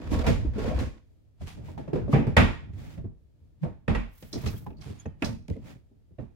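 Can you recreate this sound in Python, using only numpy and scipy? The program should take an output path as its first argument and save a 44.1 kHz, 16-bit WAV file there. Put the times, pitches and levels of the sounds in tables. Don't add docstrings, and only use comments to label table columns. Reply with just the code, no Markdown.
import sys
import numpy as np
from scipy import signal
from scipy.io import wavfile

SR = 44100
rng = np.random.default_rng(int(sys.argv[2]) if len(sys.argv) > 2 else 0)


def store_wav(level_fs):
    pcm = np.round(np.clip(np.atleast_2d(level_fs), -1, 1) * 32767)
    wavfile.write(sys.argv[1], SR, pcm.T.astype(np.int16))


N = 280211

COLOUR_HZ = [90, 320, 880, 2200, 6000]
# pitch_hz, t60_s
KITCHEN_T60 = [(60, 0.44), (120, 0.24), (250, 0.36), (700, 0.35), (2000, 0.41), (5000, 0.43), (12000, 0.31)]
EDGES = np.r_[25, 50, 100, 160, 230, 320 * 2 ** np.arange(0, 6.1, .5)]
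CENTRES = np.sqrt(EDGES[1:] * EDGES[:-1])
BANK = [signal.butter(2, edges, "band", fs=SR, output="sos") for edges in zip(EDGES, EDGES[1:])]
TAIL = np.arange(int(.44 * SR)) / SR


def from_db(db):
    return 10 ** (np.asarray(db) / 20)


def rms_one(x):
    return x / np.sqrt(np.mean(x ** 2) + 1e-20)


def at_hz(points, hz):
    points = np.array(points)
    return np.interp(np.log(hz), np.log(points[:, 0]), points[:, 1])


def dying(t60):
    return np.exp(-np.log(1000) * TAIL / max(t60, 1e-3))


def add(track, s, sound):
    start = max(round(s * SR), 0)
    track[:, start:start + sound.shape[1]] += sound[:, :N - start]


def wander(per_s):
    return np.interp(np.arange(N) / SR * per_s, np.arange(N), rng.standard_normal(N))


def pair(white, hz):
    # pitch_hz, left-right correlation
    likeness = [(40, 0.27), (100, 0), (200, 0.032), (400, 0), (1000, 0), (15000, 0)]
    alike = np.clip(at_hz(likeness, hz), -1, 1)
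    middle = np.sqrt((1 + alike) / 2) * white[0]
    side = np.sqrt((1 - alike) / 2) * white[1]
    return middle + side * [[1], [-1]]


def friction(spectrum, grain_db, grains_per_s):
    slips = wander(grains_per_s)
    white = rng.standard_normal((2, 2, N)) * from_db(grain_db * slips)
    out = np.zeros((2, N))
    for k, hz in enumerate(CENTRES):
        if spectrum[0][0] < hz and EDGES[k] < spectrum[-1][0]:
            band = signal.sosfilt(BANK[k], pair(white[k % 2], hz))
            out += from_db(at_hz(spectrum, hz)) * band
    return rms_one(out)


def strokes(rows, attack_db_per_s, release_db_per_s):
    t = np.arange(N) / SR
    levels = []
    for start, length, db in rows:
        before = np.maximum(start - t, 0)
        after = np.maximum(t - start - length, 0)
        levels.append(db - attack_db_per_s * before - release_db_per_s * after)
    return from_db(np.maximum(np.max(levels, axis=0), -150))


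def resonance(x, hz, width):
    r = np.exp(-np.pi * width / SR)
    poles = [1, -2 * r * np.cos(2 * np.pi * hz / SR), r * r]
    return (1 - r * r) / 2 * signal.lfilter([1, 0, -1], poles, x + 1e-18)


def ring(modes, pitch=0.96, tilt_db=0.0, room_db=-16.0, rise_s=0.00084, detune=0.0099):
    out, swell = 0, 1 - np.exp(-TAIL / max(rise_s, 1e-4))
    for hz, db, t60 in modes:
        hz = hz * pitch
        phase = rng.uniform(0, 2 * np.pi) + rng.uniform(0, np.pi, (2, 1))
        direct = np.exp(2j * np.pi * hz * TAIL) * dying(t60)
        tail_hz = hz * (1 + detune * rng.standard_normal())
        tail = np.exp(2j * np.pi * tail_hz * TAIL) * dying(at_hz(KITCHEN_T60, hz))
        tail = from_db(room_db) * tail * np.exp(2j * np.pi * rng.random((2, 1)))
        sides = direct * np.exp(1j * phase) + tail
        octaves = np.log2(hz / (modes[0][0] * pitch))
        out = out + from_db(db + tilt_db * octaves) * sides.imag
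    return out * swell


def doors(level_db=-5.0, lead_s=.0005):
    hits = np.zeros((2, N))
    for s, sound in [*shuts(), *bumps(), *clicks()]:
        add(hits, s - lead_s, carcass(sound))
    return from_db(level_db) * hits


def shuts(clack_gain_db=4.0):
    # start_s, level_db, weight_db, hardness_steps,
    # panel_ring_s, rebound_after_s, rebound_db, low_note_hz, low_note_lift_db, rebound_note_hz,
    # clack_db, clack_pitch_ratio, door_modes_db
    stops = [(0.265, -29, 5.5, 1, 0.18, 0.031, -6.5, 81.7, 1, 88, -34.5, 2.07, -1),
             (0.789, -44.5, 10.5, 0.5, 0.083, 0.039, -6.5, 81.5, 6.5, 71.6, -42, 2.2, -13),
             (2.132, -23, -2, -3, 0.1, 0.055, -5.5, 136.6, 16, 141, -27.5, 0.78, -8),
             (2.366, -22.5, 4, 4.5, 0.2, 0.036, -7, 82.1, 5, 83.8, -17.5, 1.16, -0.5),
             (3.63, -37, 2, -4, 0.18, 0.03, -11, 155.6, 2, 91.8, -48.5, 1.17, -15),
             (3.879, -29, 8.5, 0.83, 0.036, 0.038, -12.5, 81.3, -6, 295, -28, 0.99, -14),
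             (3.948, -36, 2.5, 3, 0.15, 0.035, -12.5, 42.5, 5, 313, -25.5, 1.04, 0.5),
             (5.055, -38.5, 2, -2.2, 0.073, 0.056, -28, 86.7, 3.5, 77.6, -37, 0.99, -8),
             (5.221, -34.5, 5, 2.5, 0.26, 0.067, -6.5, 286, 16, 112, -35, 0.74, -1),
             (6.184, -41.5, 1.5, -6, 0.11, 0.043, -17.5, 122.8, 7.5, 108.4, -42.5, 1.47, -8.5)]
    wood_colour_db = [4, -1, 13.5, -10, -23.5]
    # pitch_hz, level_db, t60_s
    edge_modes = [(461, 4, 0.072), (726, -8.5, 0.08), (1250, -8.5, 0.074), (1862, -1, 0.046),
                  (2610, -6, 0.058), (3380, -16, 0.014)]
    rebound_softens, rebound_ring_s = 5.6, 0.17
    rebound_note_db = 8
    gentle_contact_s = 0.00044
    clack_dulls_db = 1
    for (s, level_db, weight_db, hardness, ring_s, after_s, rebound_db, low_hz, low_db, rebound_hz,
         clack_db, pitch, modes_db) in stops:
        first = colour(wood_colour_db, level_db, weight_db, hardness)
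        gentle_s = gentle_contact_s * max(-hardness, 0)
        hit = strike(s, level_db, first, ring_s, click_db=6.0, padding_s=0.0003 + gentle_s)
        hit = hit + from_db(low_db) * bending(low_hz, first)
        tilt_db = clack_dulls_db * min(hardness, 0)
        clack = ring(edge_modes, pitch, tilt_db, room_db=-21.5, rise_s=0.0027 + gentle_s)
        yield s, door_modes(hit, modes_db) + from_db(clack_gain_db + clack_db) * clack

        again_s, again_db = s + after_s, level_db + rebound_db
        second = colour(wood_colour_db, again_db, weight_db, hardness - rebound_softens)
        note = from_db(rebound_note_db) * bending(rebound_hz, second)
        hit = strike(again_s, again_db, second, rebound_ring_s, click_db=1.5, padding_s=0.0005) + note
        yield again_s, door_modes(hit, modes_db)


def bumps(hollow_gain_db=6.0, note_cycles=15.2):
    # start_s, level_db, weight_db,
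    # hardness_steps, low_note_hz, hollow_note_hz, hollow_note_db, ring_time_multiple
    knocks = [(0.118, -30.5, 4.5, -6.5, 73.4, 280, -18, 1.2), (0.3, -31.5, 12.5, -6, 143, 467, -20, 1),
              (0.345, -48, 4, -6, 78.5, 268, -33, 1), (0.385, -45, 17.5, -13, 90, 265, -34, 1),
              (0.448, -39.5, 16, -0.5, 63.7, 297, -26, 1), (0.558, -31, 2.5, -8, 224, 255, -40, 1),
              (0.581, -42, 9, 4.5, 85, 433, -25, .9), (0.612, -50, 10, -2, 150, 390, -30.5, .8),
              (0.644, -35, -2, -1, 168, 466, -25, .8), (0.679, -37, -5, 2.5, 88.5, 245, -23, .9),
              (0.712, -43, 4, 2, 111, 630, -29.5, .9), (0.728, -44.5, 21.5, -21, 59.6, 617, -53, 1),
              (0.811, -41, 12.5, -7, 127, 265, -27, .9), (0.834, -47.5, 10.5, -19, 99, 271, -38.5, .8),
              (1.409, -44, 15, -1.5, 84.1, 690, -44, 1), (1.571, -43, -6, -3, 94, 280, -44, 1),
              (1.683, -44.5, 3.5, -2.5, 88, 964, -44.5, 1), (1.777, -32.5, -3, 0, 212, 866, -35.5, .9),
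              (1.877, -34, -4, -1.5, 150, 560, -34.5, 1), (1.931, -25.5, 0, -0.5, 145, 385, -19.5, .9),
              (1.955, -26, -11, -1, 151, 500, -22, 1.1), (1.983, -34.5, 3, -4, 133, 476, -28, 1),
              (2.081, -36, 0, -2, 149, 589, -28, .8), (2.093, -26.5, -7, -17.5, 197, 292, -15, .7),
              (2.128, -28.5, -6, -1.5, 139, 1192, -23, .8), (2.158, -25.5, 6.5, -8, 143, 771, -23, 1),
              (2.267, -27.5, 9, 0, 123.6, 520, -34, .95), (2.408, -33.5, 11, -5, 104, 660, -29, 1),
              (2.438, -34.5, 10.5, -3, 70, 530, -37, .6), (2.478, -32, 0, -10, 227, 930, -30.5, .8),
              (2.732, -57.5, 24, 4, 93.4, 402, -61, 1), (2.975, -42.5, 15, 0.5, 154.5, 730, -52, .9),
              (3.042, -35, 4, -21, 95.8, 347, -36.5, 1), (3.409, -68, 15.5, -5.5, 81.4, 423, -67, 1),
              (3.659, -45, -2.5, -1, 341, 695, -37, 1.1), (3.9, -33.5, 6, -5.5, 125, 772, -31, .7),
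              (4.224, -50, 12, 6.5, 263, 525, -42, .8), (4.332, -36.5, 6.5, 1.5, 279, 454, -43, .9),
              (4.355, -29, -1, -3.5, 256, 294, -30.5, .8), (4.435, -36, 10.5, 2.5, 120, 295, -34, .7),
              (4.46, -31, 7, 4.5, 86, 1287, -39, .7), (4.53, -35.5, 4.5, -8, 98, 1390, -46, .8),
              (4.664, -37.5, 0, 0.5, 130, 883, -40, .8), (4.703, -43, -12, -1, 126, 860, -50, .7),
              (4.859, -39.5, 6, -8, 129.3, 330, -69, .9), (4.895, -36, 0, -6, 90.6, 375, -45, .9),
              (5.484, -37.5, 6.5, -3.5, 173, 410, -39, .5), (5.502, -33.5, 8, -15, 87, 335, -29, .6),
              (5.56, -52, -8, -6, 238, 640, -48, .5), (5.574, -42.5, -1.5, -11, 190, 517, -39, .5),
              (5.75, -54, 9.5, -1, 123, 270, -54, .7), (5.913, -57.5, -1.5, -10, 232, 423, -60.5, 1.3),
              (6.108, -56.5, 6, -6, 91.3, 380, -55, .7), (6.218, -47.5, 5, -6, 134.4, 292, -45, .7)]
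    padded_colour_db = [-3, -4, -0.5, -24, -27]
    # pitch_multiple, level_db, t60_s
    hollow_modes = [(.66, -10.5, 0.079), (.83, -6, 0.053), (.96, -2, 0.068), (1.029, -4, .07),
                    (1.45, -16, 0.041), (1.95, -17.5, 0.063)]
    ring_s, note_db = 0.15, 7.5
    for s, level_db, weight_db, hardness, low_hz, hollow_hz, hollow_db, rings in knocks:
        colour_db = colour(padded_colour_db, level_db, weight_db, hardness)
        modes = [(ratio, db, t60 * rings) for ratio, db, t60 in hollow_modes]
        hollow = from_db(hollow_gain_db + hollow_db) * ring(modes, hollow_hz, room_db=-18.0, rise_s=0.0022)
        low = from_db(note_db) * bending(low_hz, colour_db, cycles=note_cycles * rings)
        knock = strike(s, level_db, colour_db, ring_s * rings, click_db=-12.0, padding_s=0.0003)
        yield s, knock + low + hollow


def clicks():
    # start_s, level_db (relative)
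    touches = [(0.265, -33.5), (0.787, -44.5), (1.469, -49), (1.776, -61), (4.223, -53.5), (4.457, -51),
               (5.48, -50), (5.498, -51.5), (5.53, -65), (5.563, -67)]
    metal_colour_db = [-4.5, -2, 0, -5.5, -1]
    for s, level_db in touches:
        colour_db = level_db + np.array(metal_colour_db)
        yield s, strike(s, level_db, colour_db, ring_s=0.032, click_db=7.0, padding_s=0)


def colour(base_db, level_db, weight_db, hardness):
    hardness_db = [0, 0, 1.5, 2.5, 4]
    out = level_db + np.array(base_db) + hardness * np.array(hardness_db)
    return np.r_[out[0] + weight_db, out[1:]]


def strike(s, level_db, colour_db, ring_s, click_db, padding_s):
    # time_s, room_db
    room_amount = [(0, -3), (1.8, -6), (2.4, -4.5), (3.0, -10.5), (3.9, -7.5), (4.4, -16), (5.1, -19.5),
                   (5.55, -16.5), (6.2, -10.5)]
    room_db = np.interp(s, *np.transpose(room_amount))
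    loudest_contact_s, shortens = 0.00029, 0.23
    contact_s = padding_s + loudest_contact_s * from_db(-shortens * level_db)
    return blow(colour_db, ring_s, room_db, contact_s, click_db)


def blow(colour_db, ring_s, room_db, contact_s, click_db, wall_s=0.0066, body_s=0.004, body_cycles=3.38):
    # pitch_hz, level_db
    panel_colour = [(35, -11.5), (70, -5.5), (130, -2), (200, 1), (450, -5.5), (620, -7), (900, -20),
                    (1400, -9), (2000, 3), (2800, 0), (4000, -4), (6000, -7), (10000, -12), (15000, -17.5)]
    # pitch_hz, ring_time_multiple
    panel_ring = [(60, 2.4), (150, 1.7), (400, 1.1), (1000, .6), (3000, .5), (12000, .6)]
    white, out = rng.standard_normal((2, 2, len(TAIL))), 0
    click = np.zeros((2, len(TAIL)))
    click[[0, 1], rng.integers(130, 200, 2)] = from_db(click_db) * 2
    grip = (1 - np.exp(-TAIL / max(contact_s, 1e-4))) ** 2
    walls = from_db(room_db) * grip * (1 - np.exp(-TAIL / wall_s))
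    for k, hz in enumerate(CENTRES):
        panel = grip * dying(ring_s * at_hz(panel_ring, hz))
        room = walls * dying(at_hz(KITCHEN_T60, hz))
        noise = pair(white[k % 2], hz) * np.sqrt(panel ** 2 + room ** 2)
        band = signal.sosfilt(BANK[k], noise + click * (-1) ** k)
        strength = np.sqrt(np.mean(band[:, :int((body_s + body_cycles / hz) * SR)] ** 2))
        level_db = np.interp(np.log(hz), np.log(COLOUR_HZ), colour_db) + at_hz(panel_colour, hz)
        out = out + band * (from_db(level_db) / strength)
    return out


def bending(hz, colour_db, cycles=15.5, spread=0.24):
    phase = rng.uniform(0, 2 * np.pi) + spread * np.array([[.5], [-.5]])
    swell = (1 - np.exp(-TAIL * hz)) * dying(cycles / hz)
    level_db = 9 + np.interp(np.log(hz), np.log(COLOUR_HZ), colour_db)
    return from_db(level_db) * swell * np.sin(2 * np.pi * hz * TAIL + phase)


def door_modes(sound, modes_db, spread_db=2.5):
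    # pitch_hz, width_hz, lift_db (before the strength of each blow)
    panel_modes = [(233, 14, 0), (530, 22, -2), (744, 16, -4), (895, 18, -4), (1008, 16, -3), (1158, 14, 2),
                   (1402, 28, -2), (1508, 14, -4), (1714, 24, -7), (1892, 34, 2.5), (2300, 20, -4),
                   (2470, 24, -4), (2667, 18, -3)]
    lifts = modes_db + spread_db * rng.standard_normal(len(panel_modes))
    ringing = sum(from_db(db + lift) * resonance(sound, hz, width)
                  for (hz, width, db), lift in zip(panel_modes, lifts))
    return sound + ringing


def carcass(sound):
    # pitch_hz, width_hz, lift_db (before the random lift of each blow)
    shelf_modes = [(350, 14, -4), (390, 14, -4), (448, 16, -6), (565, 14, -6), (612, 18, -7), (668, 20, -8),
                   (802, 22, -7), (867, 16, -6), (921, 16, -4), (1077, 16, -4)]
    lifts = 3 * rng.standard_normal(len(shelf_modes))
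    drawn = .25 * resonance(sound, 600, 700)
    given_back = sum(from_db(db + lift) * resonance(sound, hz, width)
                     for (hz, width, db), lift in zip(shelf_modes, lifts))
    return sound - drawn + given_back


def booms(spread=0.74):
    # start_s, pitch_hz, level_db, swell_s, t60_s
    box_notes = [(1.396, 87, -33, 0.018, 0.12), (1.953, 423.3, -33, .012, 0.23),
                 (2.137, 410, -27.5, 0.011, 0.18), (2.177, 228.7, -23, 0.015, 0.21),
                 (2.186, 138.6, -21, 0.013, 0.12), (2.389, 236.5, -20, .022, 0.19),
                 (3.607, 155.4, -21, 0.035, 0.064), (3.639, 495.5, -38.5, 0.023, 0.13),
                 (4.663, 828, -35.5, 0.0034, 0.051), (5.499, 466, -40, 0.007, 0.12),
                 (5.546, 441, -44.5, .02, .11), (5.559, 229, -38, 0.013, 0.12),
                 (6.186, 508, -41.5, .005, 0.088), (6.186, 226.4, -45, 0.0054, 0.42)]
    twin_ratio, twin_db = 1.2, -2.5
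    out = np.zeros((2, N))
    for s, hz, level_db, swell_s, t60 in box_notes:
        swell = np.minimum(TAIL / swell_s, 1) ** 2
        envelope = swell * from_db(-60 * np.maximum(TAIL - swell_s, 0) / t60)
        phase = 2 * np.pi * hz * TAIL + rng.uniform(0, 2 * np.pi) + spread * np.array([[.5], [-.5]])
        twin = from_db(twin_db) * np.sin(twin_ratio * phase + rng.uniform(0, 2 * np.pi, (2, 1)))
        add(out, s, from_db(level_db) * envelope * (np.sin(phase) + twin))
    return out


def hinges():
    # start_s, level_db
    spring_snaps = [(4.328, -38.5), (4.349, -48), (4.409, -62), (4.472, -44.5), (4.811, -55.5),
                    (5.2446, -37.5)]
    # pitch_hz, width_hz, level_db (relative)
    steel_modes = [(3340, 110, -0.5), (4110, 150, 7.5), (4760, 140, 7.5), (5380, 370, 6.5), (6020, 650, 2),
                   (6380, 200, 4.5), (7300, 370, -10), (8600, 1200, -10.5)]
    # start_s, pitch_hz, level_db
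    rattles = [(4.409, 2220, -57), (4.438, 1350, -58), (4.461, 2980, -50.5), (4.472, 4000, -46),
               (4.484, 2520, -46), (4.538, 1620, -56), (4.565, 3220, -59.5), (4.666, 1680, -61),
               (4.703, 2570, -65), (4.728, 2570, -70.5), (4.769, 4500, -68), (4.782, 4570, -67),
               (4.989, 6800, -63), (5.058, 6250, -63), (5.222, 2560, -33.5), (5.532, 2040, -63),
               (5.563, 2100, -67)]
    # start_s, pitch_hz, level_db, t60_s
    plucked = [(4.997, 6570, -44.5, 0.068), (5.01, 3430, -67, 0.4)]
    rattle_width_hz = 130
    out = np.zeros((2, N))
    for s, level_db in spring_snaps:
        add(out, s, from_db(level_db) * snap(steel_modes))
    for s, hz, level_db in rattles:
        rattle = snap([(hz, rattle_width_hz, 0)], rattle_t60=0.042, room_db=-29.0)
        add(out, s, from_db(level_db) * rattle)
    for s, hz, level_db, t60 in plucked:
        add(out, s, from_db(level_db) * ping(hz, t60))
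    return out


def snap(modes, rattle_t60=0.092, room_db=-16.5, rise_s=0.00032):
    room = from_db(room_db) * dying(at_hz(KITCHEN_T60, modes[0][0]))
    envelope = (dying(rattle_t60) + room) * (1 - np.exp(-TAIL / rise_s))
    rattle = rng.standard_normal((2, len(TAIL))) * envelope
    steel = sum((-1) ** k * from_db(db) * resonance(rattle, hz, width)
                for k, (hz, width, db) in enumerate(modes))
    return steel / np.sqrt(np.mean(steel[:, :SR // 100] ** 2))


def ping(hz, t60, rise_s=0.0021, waver=0.012, flutter_db=1.5):
    # pitch_multiple, level_db
    coil_partials = [(0.502, -12), (1, -1), (1.05, -7), (1.566, -11)]
    sag_per_s = 0.98
    drag, grip = (np.interp(TAIL * 90, np.arange(64), row) for row in rng.standard_normal((2, 64)))
    phase = 2 * np.pi * hz * np.cumsum(1 + waver * drag - sag_per_s * TAIL) / SR
    partials = sum(from_db(db) * np.sin(ratio * phase + rng.uniform(0, np.pi, (2, 1)))
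                   for ratio, db in coil_partials)
    return partials * from_db(flutter_db * grip) * dying(t60) * (1 - np.exp(-TAIL / rise_s))


def drawer(rollers_db=-7.5, box_db=-1.5):
    # start_s, length_s, level_db (before rollers_db)
    rolls = [(0.0, 0.13, -37.5), (0.14, 0.16, -28.5), (0.595, 0.12, -30), (0.79, 0.014, -29.5)]
    # start_s, length_s, level_db (before box_db)
    held = [(0.1, 0.73, -29)]
    # pitch_hz, level_db_per_hz
    roller_colour = [(88, 9.5), (150, -9), (244, 0.5), (346, -9.5), (631, -11.5), (1020, -21), (1220, -12),
                     (1480, -17), (5130, -31), (12500, -49.5), (15500, -45.5)]
    # pitch_hz, level_db_per_hz
    box_colour = [(15, -39), (25, -8), (48, 11), (64, 2), (173, -27.5), (200, -10.5), (300, -38.5),
                  (390, -46), (660, -120)]
    rollers = strokes(rolls, attack_db_per_s=279, release_db_per_s=166.5)
    box = strokes(held, attack_db_per_s=74, release_db_per_s=192.0)
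    uneven = from_db(1.8 * wander(45))
    chatter = uneven * friction(roller_colour, grain_db=3.0, grains_per_s=160) + 1.1 * judder()
    rumble = friction(box_colour, grain_db=1.5, grains_per_s=40)
    return from_db(rollers_db) * rollers * chatter + from_db(box_db) * box * rumble


def judder():
    # pitch_hz, level_db, t60_s
    wood_modes = [(237.6, 4, 0.067), (304, 3, 0.086), (441, -5.5, 0.072), (524, -1.5, .08),
                  (638, -7, 0.074), (775, -7.5, 0.034), (997, -8.5, 0.064), (1140, -8, .07)]
    catches_per_s, spread_db = 85, 4
    count = int(catches_per_s * N / SR)
    moments = ((np.arange(count) + rng.random(count)) * (N - 1) / count).astype(int)
    sizes = from_db(spread_db * np.clip(rng.standard_normal(count), -2, 2))
    out = 0
    for mode in wood_modes:
        catches = np.zeros((1, N))
        catches[0, moments] = sizes * rng.uniform(-1, 1, count)
        out = out + signal.oaconvolve(catches, ring([mode]), axes=1)[:, :N]
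    return rms_one(out)


def jolts(spread_db=3.5, pitch_scatter=0.076):
    # start_s, length_s, first_hz, last_hz, level_db
    runs = [(0.134, 0.13, 356, 756, -33.5), (0.586, 0.16, 362, 731, -34.5)]
    # pitch_multiple, level_db, t60_s
    jolt_modes = [(1, 1.5, 0.026), (1.55, -6.5, 0.019), (3.4, -15, 0.018)]
    jolts_per_s = 170
    out = np.zeros((2, N))
    for start, length, first_hz, last_hz, level_db in runs:
        for k, (late, size, off) in enumerate(rng.standard_normal((32, 3))):
            along = (k + 0.408 * late) / (jolts_per_s * length)
            glide_hz = first_hz + (last_hz - first_hz) * np.clip(along, 0, 1)
            if along < 1:
                sound = ring(jolt_modes, glide_hz * np.exp(pitch_scatter * off), room_db=-16.5)
                add(out, start + along * length, from_db(level_db + spread_db * size) * sound)
    return out


def movement(sleeve_db=1.0, scrape_db=-2.5, hiss_db=5.0, swing_db=0.0):
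    # start_s, length_s, level_db
    swishes = [(1.66, 0.056, -56.5), (2.79, 0.15, -55), (5.67, 0.04, -52.5)]
    scrapes = [(0.125, 0.0083, -39), (1.42, 0.021, -54.5), (1.48, 0.0015, -44.5), (2.128, 0.0027, -43.5),
               (3.632, 0.009, -61), (4.335, 0.17, -50.5), (4.467, 0.0022, -41.5), (4.82, 0.087, -53),
               (4.9, 0.12, -59.5), (5.25, 0.0013, -38.5), (6.2, 0.02, -71)]
    hisses = [(4.14, 0.33, -66.5), (4.46, 0.13, -60.5)]
    swings = [(1.57, 0.37, -42), (2.02, 0.098, -33.5), (2.55, 0.49, -45), (3.65, 0.27, -56.5),
              (4.36, 0.43, -43.5), (4.85, 0.58, -54), (5.62, 0.049, -44.5), (6.18, 0.17, -69.5)]
    # pitch_hz, level_db_per_hz
    sleeve_colour = [(150, -34), (250, 0.5), (392, -14.5), (466, -7.5), (1220, -19.5), (2320, -16.5),
                     (3010, -21.5), (11000, -34), (13500, -45), (15500, -32)]
    scrape_colour = [(700, 2), (1400, -4), (2500, -3.5), (5000, -10), (7000, -13), (10000, -17.5),
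                     (15800, -27.5)]
    hiss_colour = [(1000, 0), (2500, -2), (5000, -3), (9000, -4), (12500, 1), (14000, 1), (15900, 4)]
    swing_colour = [(18, -36), (30, -11.5), (65, 5), (113, 6), (260, -8), (377, -23), (628, -21),
                    (721, -26.5), (1200, -38), (1560, -60.5), (2640, -120)]
    sleeve = friction(sleeve_colour, grain_db=1.5, grains_per_s=400)
    scrape = friction(scrape_colour, grain_db=2.0, grains_per_s=400)
    hiss = friction(hiss_colour, grain_db=3.5, grains_per_s=110)
    swing = friction(swing_colour, grain_db=2.5, grains_per_s=40)
    return (from_db(sleeve_db) * sleeve * strokes(swishes, attack_db_per_s=314, release_db_per_s=238)
            + from_db(scrape_db) * scrape * strokes(scrapes, attack_db_per_s=692, release_db_per_s=203.5)
            + from_db(hiss_db) * hiss * strokes(hisses, attack_db_per_s=376.0, release_db_per_s=163)
            + from_db(swing_db) * swing * strokes(swings, attack_db_per_s=171.0, release_db_per_s=114.0))


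def room_tone(level_db=-58.5):
    # pitch_hz, level_db_per_hz
    air_colour = [(12, -46), (20, -16), (85, 1), (175, -18), (232, -16), (266, -18), (298, -23),
                  (505, -22.5), (549, -30), (811, -41.5), (3640, -46), (6910, -51.5), (15500, -56.5)]
    return from_db(level_db) * friction(air_colour, grain_db=1.5, grains_per_s=9)


def scene():
    # time_s, left_minus_right_db
    pan = [(0, -1), (1.501, -1), (2.399, -1), (3.602, -1.5), (4.5, -1.5), (5.2, -3), (5.6, -2), (6.298, -5)]
    pan_db = np.interp(np.arange(N) / SR, *np.transpose(pan))
    sources = doors() + booms() + hinges() + drawer() + jolts() + movement()
    return sources * from_db(pan_db * np.array([[.5], [-.5]])) + room_tone()


def record(dry, low_cut_hz=30.0, top_cut_hz=16000):
    heard = signal.sosfilt(signal.butter(3, low_cut_hz, "high", fs=SR, output="sos"), dry)
    rounded = heard / (1 + heard ** 4) ** .25
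    return signal.sosfilt(signal.ellip(10, .1, 80, top_cut_hz, fs=SR, output="sos"), rounded)


dry = scene()
out = record(dry)
store_wav(out)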